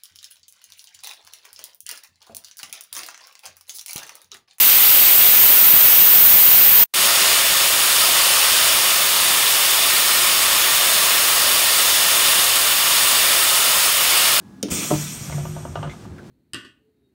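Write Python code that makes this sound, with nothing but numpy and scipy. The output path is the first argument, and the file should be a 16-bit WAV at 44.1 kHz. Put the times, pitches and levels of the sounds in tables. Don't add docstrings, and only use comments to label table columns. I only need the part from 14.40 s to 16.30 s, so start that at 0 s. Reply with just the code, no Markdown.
import sys
import numpy as np
from scipy import signal
from scipy.fft import rfft, irfft
from scipy.io import wavfile

SR = 44100
rng = np.random.default_rng(int(sys.argv[2]) if len(sys.argv) > 2 else 0)


def waveform_to_disk(signal):
    frames = np.transpose(np.atleast_2d(signal))
    scaled = np.clip(frames, -1, 1) * 32767
    samples = np.round(scaled).astype(np.int16)
    wavfile.write(sys.argv[1], SR, samples)


N = 83790
T = np.arange(N) / SR


def from_db(db):
    return 10 ** (np.asarray(db) / 20)


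def rms_one(x):
    return x / np.sqrt(np.mean(x ** 2) + 1e-20)


def level(rows):
    return from_db(np.interp(T, *np.transpose(rows)))


def noise(spectrum, tilt_db=0):
    hz, db = np.transpose(spectrum)
    octave = np.log2(np.maximum(np.fft.rfftfreq(N, 1 / SR), 1) / 1000)
    gain = from_db(np.interp(octave, np.log2(hz / 1000), db) + tilt_db * np.maximum(octave, -2))
    return rms_one(irfft(rfft(rng.standard_normal(N)) * gain, N))


def resonance(hz, width_hz):
    radius = np.exp(-np.pi * width_hz / SR)
    feedback = [1, -2 * radius * np.cos(2 * np.pi * hz / SR), radius * radius]
    return rms_one(signal.lfilter([1, 0, -1], feedback, rng.standard_normal(N)))


def decay(start_s, t60_s):
    return (T >= start_s) * np.exp(-np.log(1000) * np.maximum(T - start_s, 0) / t60_s)


def rise(start_s, length_s):
    return np.clip((T - start_s) / length_s, 0, 1)


def ring(start_s, hz, db, t60_s):
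    return from_db(db) * decay(start_s, t60_s) * np.sin(2 * np.pi * hz * (T - start_s))


def drift(per_s):
    return rms_one(signal.resample(rng.standard_normal(size=int(per_s * N / SR)), N))


def tone(hz, wander):
    return np.sqrt(2) * np.sin(2 * np.pi * hz * np.cumsum(1 + wander * drift(per_s=25)) / SR)


# frequency_hz, relative_db
RUMBLE_COLOUR = [(30, -22), (80, -9), (130, 0.5), (280, -1), (500, -21), (1200, -22.5), (2200, -33.5),
                 (6000, -36), (10000, -41), (16000, -48)]
# pitch_hz, level_db
HUM_TONES = [(197, -50.5), (845, -67.5), (1675, -67.5)]
def carriage():
    rumble = from_db(-44.5) * noise(RUMBLE_COLOUR)
    return rumble + sum(from_db(db) * tone(hz, wander=0.0029) for hz, db in HUM_TONES)


# frequency_hz, relative_db
OUTDOOR_COLOUR = [(50, -1), (200, -10), (290, 5), (400, 1), (520, -6), (750, -9), (1100, -15), (1600, -16),
                  (2200, -22), (5000, -28.5), (16000, -55)]
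def outdoors():
    return from_db(-47.5) * rise(1.01, length_s=0.61) * noise(OUTDOOR_COLOUR)


# time_s, level_db
SEAL_LEVEL = [(1.3, -78), (1.46, -78), (1.52, -54), (1.58, -57), (1.655, -55), (1.70, -74), (1.82, -68),
              (1.87, -58), (1.9, -64)]
# frequency_hz, relative_db
SEAL_COLOUR = [(1000, -18), (3000, 0), (6000, -2.5), (7600, -5), (8500, -5), (10000, -12), (13000, -14),
               (16000, -21)]
def seal():
    return level(SEAL_LEVEL) * noise(SEAL_COLOUR)


# time_s, level_db
WHINE_LEVEL = [(.8, -70), (.95, -48), (1.12, -43), (1.2, -49), (1.4, -52), (1.9, -52.5)]
def drive():
    return level(WHINE_LEVEL) * tone(361, wander=0.016)


# time_s, level_db
BOOM_LEVEL = [(.6, -80), (.78, -41.5), (.93, -33), (.955, -23.5), (1.0, -23.5), (1.04, -33), (1.12, -30.5),
              (1.22, -37.5), (1.33, -48), (1.38, -34), (1.485, -31), (1.52, -51.5), (1.9, -44)]
# start_s, pitch_hz, level_db
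GUIDE_BUMPS = [(1.076, 99, -29), (1.299, 91, -24.5), (1.373, 104, -25), (1.70, 85, -28.5)]
def sliding_leaf():
    bumps = sum(rise(s, length_s=0.013) * ring(s, hz, db, t60_s=0.21) for s, hz, db in GUIDE_BUMPS)
    return bumps + level(BOOM_LEVEL) * tone(149, wander=0.018)


# time_s, level_db
ROLLING_LEVEL = [(0, -77), (.48, -70), (.55, -33), (.7, -48), (.85, -36), (1.0, -34), (1.1, -40.5),
                 (1.21, -37.5), (1.33, -41), (1.48, -35), (1.55, -47.5), (1.66, -44), (1.72, -45),
                 (1.9, -59)]
# frequency_hz, relative_db
ROLLING_COLOUR = [(25, -32), (58, -2.5), (102, 2), (125, -0.5), (200, -7.5), (290, -21), (650, -19),
                  (1300, -23.5), (2500, -32), (8000, -52), (16000, -73)]
def rolling():
    return level(ROLLING_LEVEL) * noise(ROLLING_COLOUR)


# start_s, pitch_hz, level_db
FITTING_CLINKS = [(0.921, 2120, -39.5), (0.984, 2120, -45), (1.496, 2110, -41), (1.497, 3450, -46),
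                  (1.513, 2150, -45.5), (1.782, 1530, -42)]
def fittings():
    return sum(from_db(db) * decay(s, t60_s=0.13) * resonance(hz, width_hz=145)
               for s, hz, db in FITTING_CLINKS)


# start_s, gain_db, brightness_db_per_octave
ROLLER_KNOCKS = [(.897, -9, -4), (.924, -13, 2.5), (.980, -6.5, -4.5), (1.052, -6.5, -2), (1.163, -6, -3),
                 (1.251, -5, -3), (1.355, 1, 1), (1.371, -10, -2), (1.4283, -2, 1.5), (1.444, -7.5, -1),
                 (1.474, -10.5, -1), (1.534, -15.5, -2), (1.652, -18, -2.5)]
# pitch_hz, relative_db, t60_s
TRACK_MODES = [(560, -30, 0.058), (685.5, -27.5, 0.12), (800, -19.5, 0.011), (932, -27.5, 0.062),
               (1199, -34.5, .17), (1474, -36.5, 0.1), (2870, -38, 0.077)]
# frequency_hz, relative_db
CRACK_COLOUR = [(150, 0.5), (420, -3.5), (650, 4.5), (800, -7), (1200, -1), (1650, -9.5), (2100, -21),
                (3000, -14), (4200, -26), (8500, -51), (16000, -67)]
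def rollers(scatter_db=2, pivot_hz=800):
    out = np.zeros(N)
    for s, gain_db, bright_db in ROLLER_KNOCKS:
        burst = from_db(-22) * decay(s, t60_s=0.021) + from_db(-35) * decay(s, t60_s=0.39)
        track = 0
        for k, (hz, db, t60_s) in enumerate(TRACK_MODES):
            struck_db = db + bright_db * np.log2(hz / pivot_hz) + scatter_db * rng.standard_normal()
            track += (-1) ** k * ring(s, hz, struck_db, t60_s)
        crack = burst * noise(CRACK_COLOUR, bright_db)
        out += from_db(gain_db) * rise(s, length_s=0.0011) * (crack + track)
    return out


# start_s, relative_db
LOCK_CONTACTS = [(0.5039, -3), (.513, 1.5), (0.537, -2), (0.556, -11)]
# frequency_hz, relative_db
CLUNK_COLOUR = [(60, -4.5), (220, 3.5), (400, 4), (500, -8), (700, -3.5), (1050, -6), (1400, -21),
                (2500, -20), (8000, -52)]
# pitch_hz, level_db, t60_s, build_up_s
LEAF_MODES = [(148.1, -18, 0.52, 0.023), (306.6, -15, 0.178, 0.03), (599, -17, 0.14, 0.01),
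              (720, -21.5, .15, 0.0096), (930, -30, 0.16, 0.0061), (1028, -21.5, 0.057, 0.0037),
              (1310, -29.5, 0.15, 0.0031)]
def lock(leaf_s=0.505):
    blows = sum(from_db(-20 + db) * decay(s, t60_s=0.077) for s, db in LOCK_CONTACTS)
    vestibule = from_db(-33.5) * decay(leaf_s, t60_s=0.4) * noise(CLUNK_COLOUR)
    leaf = 0
    for hz, db, t60_s, build_s in LEAF_MODES:
        build_loss = np.exp(-np.log(1000) * build_s / t60_s)
        leaf += rise(leaf_s, build_s) ** 2 * ring(leaf_s, hz, db, t60_s) / build_loss
    return blows * noise(CLUNK_COLOUR) + vestibule + leaf


# frequency_hz, relative_db
SNAP_COLOUR = [(300, -14), (1000, -25), (2200, -12), (3000, -4.5), (4200, -9), (5700, 4), (7000, -4),
               (7800, -22), (8800, -2.5), (11000, -16), (16000, -16)]
HOLLOW_COLOUR = [(100, -23), (220, 4), (330, 11.5), (480, -5), (640, -5), (800, -14.5), (1100, -36),
                 (3000, -54)]
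# pitch_hz, level_db, t60_s
METAL_MODES = [(1370, -46, 0.13), (3070, -29.5, 0.063), (3680, -38, 0.17), (6140, -47, 0.1)]
BUTTON_PANEL_MODES = [(198.3, -21.5, 0.17), (291.7, -25, 0.26), (431, -22, 0.11), (530, -20, 0.037)]
def button(press_s=0.2283, panel_lag_s=0.0031):
    snap = from_db(-17.5) * noise(SNAP_COLOUR) * decay(press_s, t60_s=0.023)
    tail = from_db(-33) * noise(SNAP_COLOUR, tilt_db=-4) * decay(press_s, t60_s=0.27)
    metal = sum(ring(press_s, *mode) for mode in METAL_MODES)
    knock_s = press_s + panel_lag_s
    panel = sum((-1) ** k * ring(knock_s, *mode) for k, mode in enumerate(BUTTON_PANEL_MODES))
    hollow = from_db(-29.5) * noise(HOLLOW_COLOUR) * decay(knock_s, t60_s=0.65)
    return snap + tail + metal + panel + hollow


VALVE_OPEN_S, AIR_ATTACK_S = 0.2984, 0.017

# pitch_hz, level_db, t60_s
THUD_MODES = [(81.5, -25.5, .16), (169.4, -26, 0.22)]
# frequency_hz, relative_db
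GROAN_COLOUR = [(40, -50), (120, -10.5), (195, 3.5), (280, -5), (400, -14), (700, -23.5), (2000, -55)]
def cylinder(thud_s=0.309):
    groan = from_db(-24.5) * noise(GROAN_COLOUR) * decay(VALVE_OPEN_S, t60_s=1.33)
    thud = sum(ring(thud_s, *mode) for mode in THUD_MODES)
    return rise(VALVE_OPEN_S, AIR_ATTACK_S) * (groan + thud)


BAND_EDGES = [0, 2000, 3200, 5000, 7500, 9800, 13000, 22050]
def flutter(jet, spread_db=1.2):
    hz, spectrum = np.fft.rfftfreq(N, 1 / SR), rfft(jet)
    bands = [irfft(spectrum * ((hz >= low) & (hz < high)), N)
             for low, high in zip(BAND_EDGES, BAND_EDGES[1:])]
    return sum(band * from_db(spread_db * drift(per_s=22.03)) for band in bands)


def housing(jet):
    echoes = rng.standard_normal(N) * decay(0, t60_s=0.094)
    reflected = signal.fftconvolve(jet, echoes / np.linalg.norm(echoes))[:N]
    return rms_one(jet + from_db(-5) * reflected)


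# frequency_hz, relative_db
FULL_JET_COLOUR = [(200, -2.5), (900, -8.5), (1350, -2), (1850, -11), (2400, 0), (3300, -1), (4300, -5),
                   (6500, -1), (8600, 0), (10300, -10), (11600, -5), (14000, -16), (16000, -4)]
EASED_JET_COLOUR = [(200, -9), (1800, -7), (2600, -2), (4900, -7.5), (5700, 1), (6900, 0.5), (7700, -3),
                    (8500, 1), (10100, -15), (12200, -6.5), (13800, -12.5), (16000, -23)]
# pitch_hz, width_hz, level_re_jet_db
EXHAUST_WHISTLES = [(2317, 34, -19), (2794, 24, -33), (3013, 13, -21.5), (3300, 15, -21.5), (3876, 35, -34),
                    (6060, 70, -18), (6850, 29, -16.5), (8255, 23, -19), (8750, 23, -23)]
def air_jet(eased_s=1, fall_db_per_s=26):
    eased = rise(VALVE_OPEN_S, eased_s - VALVE_OPEN_S)
    covered = rise(1.12, length_s=0.35)
    lowpass = signal.butter(4, 9600, fs=SR, output="sos")
    shaded = signal.sosfilt(lowpass, noise(EASED_JET_COLOUR, tilt_db=2.2))
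    late = np.sqrt(1 - covered) * noise(EASED_JET_COLOUR) + np.sqrt(covered) * shaded
    jet = housing(np.sqrt(1 - eased) * noise(FULL_JET_COLOUR) + np.sqrt(eased) * late)
    whistles = sum(from_db(db) * resonance(hz, width) for hz, width, db in EXHAUST_WHISTLES)
    flow = rise(VALVE_OPEN_S, AIR_ATTACK_S) * from_db(-23.5 - fall_db_per_s * (T - VALVE_OPEN_S))
    fade_out = 1 - rise(1.38, length_s=0.73)
    leak = from_db(-31.5) * decay(0.2847, t60_s=0.087) * noise(FULL_JET_COLOUR, tilt_db=-5)
    return flutter(jet + whistles) * flow * fade_out + leak


def scene():
    background = outdoors() + carriage()
    release = button() + air_jet() + cylinder() + lock()
    travel = sliding_leaf() + drive() + rolling() + seal() + rollers() + fittings()
    return (background + release + travel)[None]


def record(dry):
    thin = signal.sosfilt(signal.butter(4, 42, "high", fs=SR, output="sos"), dry)
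    return signal.sosfilt(signal.ellip(12, .1, 90, 15800, fs=SR, output="sos"), thin)


dry = scene()
out = record(dry)
waveform_to_disk(out)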